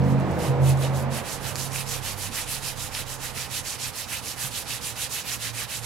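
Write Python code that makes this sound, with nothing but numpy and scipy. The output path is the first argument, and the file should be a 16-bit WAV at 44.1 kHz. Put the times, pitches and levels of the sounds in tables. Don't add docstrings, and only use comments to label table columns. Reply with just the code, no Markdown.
import sys
import numpy as np
from scipy import signal
from scipy.fft import rfft, irfft, next_fast_len
from scipy.io import wavfile

SR = 44100
rng = np.random.default_rng(int(sys.argv[2]) if len(sys.argv) > 2 else 0)


def elevation(decibels):
    levels = np.asarray(decibels, float)
    return 10 ** (levels / 20)


def persist_wave(psi):
    counts = np.round(np.clip(psi, -1, 1) * 32767).astype(np.int16)
    wavfile.write(sys.argv[1], SR, np.atleast_2d(counts).T)


N = 257984
TIME, SIZE = np.arange(N) / SR, next_fast_len(N)
BINS = np.arange(SIZE // 2 + 1) * SR / SIZE + 1e-3


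def rms_one(x):
    return x / np.sqrt(np.mean(x ** 2) + 1e-20)


def in_time(rows):
    s, *columns = np.transpose(rows)
    return [np.interp(TIME, s, c) for c in columns]


def fade(rows, ramp_s=0.44):
    inside_s = np.minimum(TIME - rows[0][0], rows[-1][0] - TIME)
    return np.clip(inside_s / ramp_s + 1, 0, 1)


def over_hz(points):
    hz, *columns = np.transpose(points)
    return [np.interp(np.log(BINS), np.log(hz), c) for c in columns]


def drift(rate_hz):
    r = np.exp(-80 * np.pi * rate_hz / SR)
    slow = signal.lfilter([1], [1, -2 * r, r * r], rng.standard_normal(N // 40 + 2002))[2000:]
    return np.interp(np.arange(N) / 40, np.arange(len(slow)), rms_one(slow))


def at_ports(shared, own, gain, ports):
    balance_db, lead, alike = over_hz(ports)
    balance, alike = elevation(balance_db), np.clip(alike, 0, 1)
    right = rfft(shared, SIZE)
    other_path = np.sqrt(1 - alike ** 2) * rfft(own, SIZE)
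    left = (alike * np.exp(1j * lead) * right + other_path) * balance
    mid_gain = np.sqrt(1 + balance ** 2 + 2 * alike * balance * np.cos(lead)) / 2
    both = irfft(np.array([left, right]) * gain / mid_gain, SIZE)[:, :N]
    return both / np.sqrt(np.mean(both.mean(axis=0) ** 2))


def grains(per_s, spread_db):
    sizes = elevation(spread_db * np.minimum(rng.exponential(1, N), 5)) * rng.standard_normal(N)
    return rms_one(sizes * (rng.random(N) < per_s / SR))


def stroke_plan():
    # turn_s, turn_level_db, stroke_level_db, hull_over_grit_db, late_minus_early_db
    settling = [
        (0.0, -62, -53, -4, 6),
        (0.16, -64, -60.5, 5, 3),
        (0.245, -70, -60, 2, -2),
        (0.36, -48, -42.5, -0.5, -13),
        (0.579, -68, -39, -5.5, 13.5),
        (0.759, -44, -40.5, -2, 5.5),
        (0.911, -48, -43.5, -6.5, -9),
        (1.083, -65, -37, -2.5, 6.5),
        (1.234, -42, -37, -5, -1),
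        (1.395, -46, -38.5, -2, 4),
    ]
    # turn_s, stroke_level_db, hull_over_grit_db
    even_strokes = [(1.54, -34.5, -8.5), (1.7, -34.5, -4.5), (1.849, -33.5, -6), (2.008, -35.5, -3.5),
                    (2.157, -35, -5.5), (2.305, -33, -3.5), (2.456, -32, -6), (2.603, -33, -6.5),
                    (2.751, -35.5, -6), (2.903, -36, -2), (3.048, -38.5, -5.5), (3.182, -37, -3),
                    (3.33, -35.5, -2.5), (3.484, -33.5, -4.5), (3.627, -35, -4.5), (3.777, -34.5, -4.5),
                    (3.919, -36.5, -4.5), (4.069, -33.5, -3), (4.214, -35.5, -6), (4.357, -32.5, -4.5),
                    (4.504, -34, -5), (4.648, -33.5, -4.5), (4.799, -36.5, -4.5), (4.943, -33.9, -5),
                    (5.086, -32.5, -6), (5.237, -32.5, -4.5), (5.384, -35, -3), (5.526, -35.5, -1.5),
                    (5.668, -35, -4), (5.812, -34.5, -2)]
    stroke_s, turn_drop_db = 0.147, 8
    push_lean_db, pull_lean_db = 0.9, 1.7

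    turn_s, db, hull_db = np.transpose(even_strokes)
    before_db = np.append(settling[-1][2], db[:-1])
    turn_db = (before_db + db) / 2 - turn_drop_db
    lean_db = np.where(np.arange(len(turn_s)) % 2, pull_lean_db, push_lean_db)
    even = np.transpose([turn_s, turn_db, db, hull_db, lean_db])
    last_turn = even[-1] + [stroke_s, 0, 0, 0, 0]
    rows = np.vstack([settling, even, last_turn])
    peaked = 1.106 * (np.diff(rows[:, 0]) / stroke_s) ** 0.53
    peaked[3:8] *= 1.7
    return (*rows.T, peaked)


def sanding():
    # mode_hz, width_hz, level_db
    hull_modes = [(1790, 48, 2), (2400, 22, 8), (2592, 49, 7), (2720, 67, 4.5), (2966, 33, 7),
                  (3170, 34, 3.5), (3820, 36, 4.5)]
    # freq_hz, level_db (per Hz)
    rasp_colour = [(700, -20), (1300, -10.5), (1900, -6), (2600, -6.5), (3400, -4.5), (4500, -3.5),
                   (7000, -3.5), (9500, -4.5), (11000, -3), (12500, -7.5), (14000, -12), (15800, -18)]
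    band_edges = [400, 1500, 2200, 3000, 4000, 5500, 8000, 11500, 20000]
    # freq_hz, left_minus_right_db, left_lead_rad, likeness (0-1)
    ports_hand = [(700, -1, -.5, 0.6), (1500, -7.5, -0.2, .65), (2500, -3.5, 0.2, 0.66),
                  (5000, -7, -0, 0.5), (7000, -7, 0.6, 0.5), (9500, -0.3, 0.8, .72), (11100, 2, 0.4, .75),
                  (11750, -7.5, 0, 0.7), (12300, -9.5, 0, .72), (13550, -10.5, 0, .72), (13750, -24, 0, .6),
                  (15500, -36, 0, .4)]

    turns, turn_db, stroke_db, hull_db, lean_db, peaked = stroke_plan()
    k = np.clip(np.searchsorted(turns, TIME, "right") - 1, 0, len(turns) - 2)
    along = np.clip((TIME - turns[k]) / (turns[k + 1] - turns[k]), 0, 1)
    speed = np.abs(np.sin(np.pi * along))
    push = elevation(stroke_db[k] + 2.08 + 1.77 * lean_db[k] * (along - 0.5))
    rest = elevation(np.interp(TIME, turns, turn_db) - 4.0)

    ring = 1
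    for hz, width_hz, db in hull_modes:
        ring = ring + (elevation(db) - 1) / (1 + (2 * (BINS - hz) / width_hz) ** 2)
    colour = elevation(over_hz(rasp_colour)[0]) * ring
    grit, echoes, out = grains(16000, 0.3), grains(16000, 0.89), 0
    for low, high, way in zip(band_edges, band_edges[1:], [1, -1] * 4):
        gain = colour / np.sqrt((1 + (low / BINS) ** 12) * (1 + (BINS / high) ** 12))
        share = np.sqrt(np.sum(gain ** 2) / np.sum(colour ** 2))
        octaves = np.log2(np.sqrt(low * high) / 4000)
        pressed_db = (hull_db[k] + 5.5) * np.clip(0.6 - 0.81 * octaves, 0, 1.5)
        swell = push * elevation(pressed_db) * speed ** (peaked[k] * (0.89 + 0.11 * octaves))
        rasp = at_ports(np.roll(grit, low)[::way], np.roll(echoes, low)[::way], gain, ports_hand)
        flicker = elevation((1.88 - 0.043 * octaves) * drift(13.3))
        out = out + rasp * share * flicker * np.hypot(swell, rest * elevation(-1.1 * octaves))
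    return out * elevation(0.25 * drift(26.0))


def tone(hz, level_db, pan_db, lag, wobble_db):
    phase = 2 * np.pi * (np.cumsum(hz) / SR + rng.random())
    height = np.sqrt(2) * elevation(level_db + wobble_db * drift(9.5))
    left = elevation(pan_db)
    mid_gain = np.sqrt(1 + left ** 2 + 2 * left * np.cos(lag)) / 2
    return height / mid_gain * np.array([left * np.sin(phase - lag), np.sin(phase)])


def swells(rows, under_db):
    power = elevation(under_db) ** 2
    for s, db, half_width_s in rows:
        power = power + elevation(db - 5.3 * ((TIME - s) / half_width_s) ** 2) ** 2
    return 10 * np.log10(power)


def near_engine(drone_hz, pan_db):
    # time_s, level_db
    nearness = [(0, -33), (.3, -30), (1.0, -33.5), (1.16, -35.5), (1.31, -43.5), (1.7, -49), (2.2, -53)]
    # peak_s, level_db, half_width_s
    fifth_swells = [
        (0.0, -31, 0.1),
        (.36, -35.5, .12),
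        (.66, -32, .12),
        (1.0, -37, .12),
    ]
    # drone_eighths, level_db, peak_s, spread_s
    orders = [(7, -11, .1, 0.28), (10, -8, 0.23, 0.61), (11, -4, 0.068, 0.4), (13, -4, 0.11, 0.15),
              (13, 1.5, 1.14, 0.21), (14, 5.5, 1.104, 0.098), (25, -14.5, 0.43, 0.25),
              (16, -4.5, 0.09, 0.19), (21, -12.5, 0.13, 0.24), (19, -6.5, 0.63, 0.42),
              (22, -3.5, 1.2, 0.71), (28, 15, 1.93, 0.094), (29, -6.5, 0.046, 0.13), (29, -0.5, 0.55, 0.19)]
    # freq_hz, level_db (per Hz)
    roar_colour = [(25, -18), (60, -12), (110, -3.5), (200, -1), (280, -8.5), (400, -8.5), (500, -0.5),
                   (620, -2.5), (980, -7.5), (1400, -17.5), (2100, -22.5), (3200, -35), (9000, -42),
                   (15000, -76)]
    # freq_hz, left_minus_right_db, left_lead_rad, likeness (0-1)
    ports_near = [(40, -9, -0.88, 0.68), (248, 2, -1.5, 0.82), (700, -2.5, -0.36, 0.96),
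                  (2500, -1.5, -0.34, 0.33), (9000, 1, 0.63, .5)]

    roar_db, = in_time(nearness)
    upper_db = roar_db + 5.0 - 13.5 * np.minimum(TIME, 1.3)
    near = tone(drone_hz * 5 / 8, swells(fifth_swells, roar_db - 18), pan_db, 1.05, 1.0)
    for eighths, db, peak_s, spread_s in orders:
        order_db = upper_db + db - 7.8 * ((TIME - peak_s) / spread_s) ** 2
        near += tone(drone_hz * eighths / 8, order_db, pan_db, 0.74, 1.47)
    roar = at_ports(*rng.standard_normal((2, N)), elevation(over_hz(roar_colour)[0]), ports_near)
    near += elevation(roar_db) * roar
    return near * fade(nearness, ramp_s=0.99)


def far_engines(drone_hz):
    # time_s, level_db
    far_mid = [(1.35, -56), (1.48, -43), (1.76, -47.5), (2.32, -40.5), (2.45, -54), (2.9, -47.5),
               (3.2, -56), (3.78, -52), (4.2, -59)]
    # time_s, pitch_hz, level_db
    far_low = [(0.9, 36.7, -62), (1.56, 34.5, -60), (1.94, 32.6, -52), (2.52, 30.1, -50), (3.12, 29.0, -49),
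               (3.41, 28.8, -60.5), (3.7, 31.2, -64)]
    mid = tone(drone_hz * 0.746, *in_time(far_mid), -16, 0.55, 0.56)
    low = tone(*in_time(far_low), -18, 0.55, 0.72)
    return fade(far_mid) * mid + fade(far_low) * low


def engines():
    # time_s, pitch_hz
    engine_pitch = [(0, 133.9), (1.2, 134), (2.6, 132.6), (5.45, 116.1), (5.85, 116.8)]
    # time_s, level_db
    drone_close = [(0.03, -21.5), (0.08, -24.5), (0.15, -20.5), (0.34, -36), (0.39, -31), (0.44, -42),
                   (0.5, -19.5), (0.57, -28), (0.62, -19.5), (0.73, -18.5), (0.77, -23.5), (1.11, -29),
                   (1.25, -45), (1.74, -37), (2.02, -41), (2.13, -51)]
    # peak_s, level_db, half_width_s
    drone_swells = [
        (2.72, -45, .2),
        (3.3, -45.5, 0.23),
        (3.86, -44, 0.028),
        (4.45, -49, 0.072),
        (4.74, -45, .04),
        (4.92, -43.5, 0.03),
        (5.5, -41.5, .14),
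        (5.85, -39.5, .08),
    ]
    close_pan_db, gone_pan_db, corner_at_s, corner_s = -3.5, -16.5, 1.22, 0.066

    drone_hz, = in_time(engine_pitch)
    gone = 1 / (1 + np.exp((corner_at_s - TIME) / corner_s))
    pan_db = close_pan_db + (gone_pan_db - close_pan_db) * gone
    drone = tone(drone_hz, swells(drone_swells, *in_time(drone_close)), pan_db, 0.9, 0.42)
    return drone + near_engine(drone_hz, pan_db) + far_engines(drone_hz)


def road():
    # time_s, level_db
    road_level = [(0, -40.5), (1.5, -40), (2.3, -44), (3.4, -44), (3.8, -45.5), (4.7, -45), (5.85, -46.5)]
    # freq_hz, level_db (per Hz)
    road_colour = [(15, -25), (30, -7), (70, -2.5), (120, -3), (170, -6), (250, -7.5), (370, -14),
                   (490, -7), (630, -11.5), (820, -7.5), (1300, -12.5), (2000, -17.5), (3500, -26.5),
                   (9000, -44.5)]
    # freq_hz, left_minus_right_db, left_lead_rad, likeness (0-1)
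    ports_road = [(40, -26, -.5, .85), (200, -16.5, -0.24, 0.65), (400, -12, -0.55, 0.69),
                  (900, -7.5, -0.72, 0.84), (2500, -5.5, 0.072, 0.36), (9000, -29, .5, 0.19)]
    rumble = at_ports(*rng.standard_normal((2, N)), elevation(over_hz(road_colour)[0]), ports_road)
    return elevation(in_time(road_level)[0] + 2.5) * rumble


def ticks():
    # start_s, peak_db, centre_hz
    tick_events = [(.0214, -38, 4500), (.0404, -37, 5500), (.0484, -42, 6000), (.2, -37, 9500),
                   (.2001, -44, 6000), (.2084, -37, 6500), (.3114, -37, 7000), (0.318, -37, 10000),
                   (.3115, -40, 11000), (.3915, -30, 10500), (0.6936, -18, 10000), (0.7743, -31, 7000),
                   (.998, -33, 9000), (1.026, -29, 10000), (1.7596, -21.5, 2450), (2.9502, -26, 3110),
                   (2.9503, -21, 5200), (4.2724, -29.5, 2450), (4.283, -23, 5800)]
    # start_s, level_db
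    snap_events = [
        (1.5567, 0),
        (1.5574, -5),
        (1.5628, -10),
        (1.5634, -8),
        (1.567, -13),
    ]
    # mode_hz, peak_db
    snap_modes = [(2270, -27), (5130, -22), (6600, -20.5), (10000, -25)]
    # start_s, peak_db, pitch_hz, t60_s
    knocks = [
        (2.296, -37, 236, 0.096),
        (4.441, -33.5, 135, 0.11),
    ]

    out, after = np.zeros((2, N)), np.arange(SR // 5) / SR
    snaps = [(s, db + mode_db, hz) for s, db in snap_events for hz, mode_db in snap_modes]
    rings = [(s, db, hz, 10.8 / hz) for s, db, hz in [*tick_events, *snaps]]
    for s, db, hz, t60_s in [*rings, *knocks]:
        decay = elevation(db + 6.0 - 60 * after / t60_s)
        onset = 1 - np.exp(-after * hz * 2.9)
        snap = decay * np.sin(2 * np.pi * hz * after) * onset
        pan_db = -4.6 if hz > 500 else -13.0
        at = round(s * SR)
        out[:, at:at + len(snap)] += snap * elevation(np.array([[pan_db], [0]]) + 4.5)
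    return out


def scene():
    return sanding() + engines() + road() + ticks()


def band_limit(x):
    return signal.sosfilt(signal.butter(12, 16610, fs=SR, output="sos"), x)


def record(dry):
    mix = irfft(rfft(dry, SIZE) * (BINS < 15850), SIZE)[:, :N]
    return band_limit(mix)


dry = scene()
out = record(dry)
persist_wave(out)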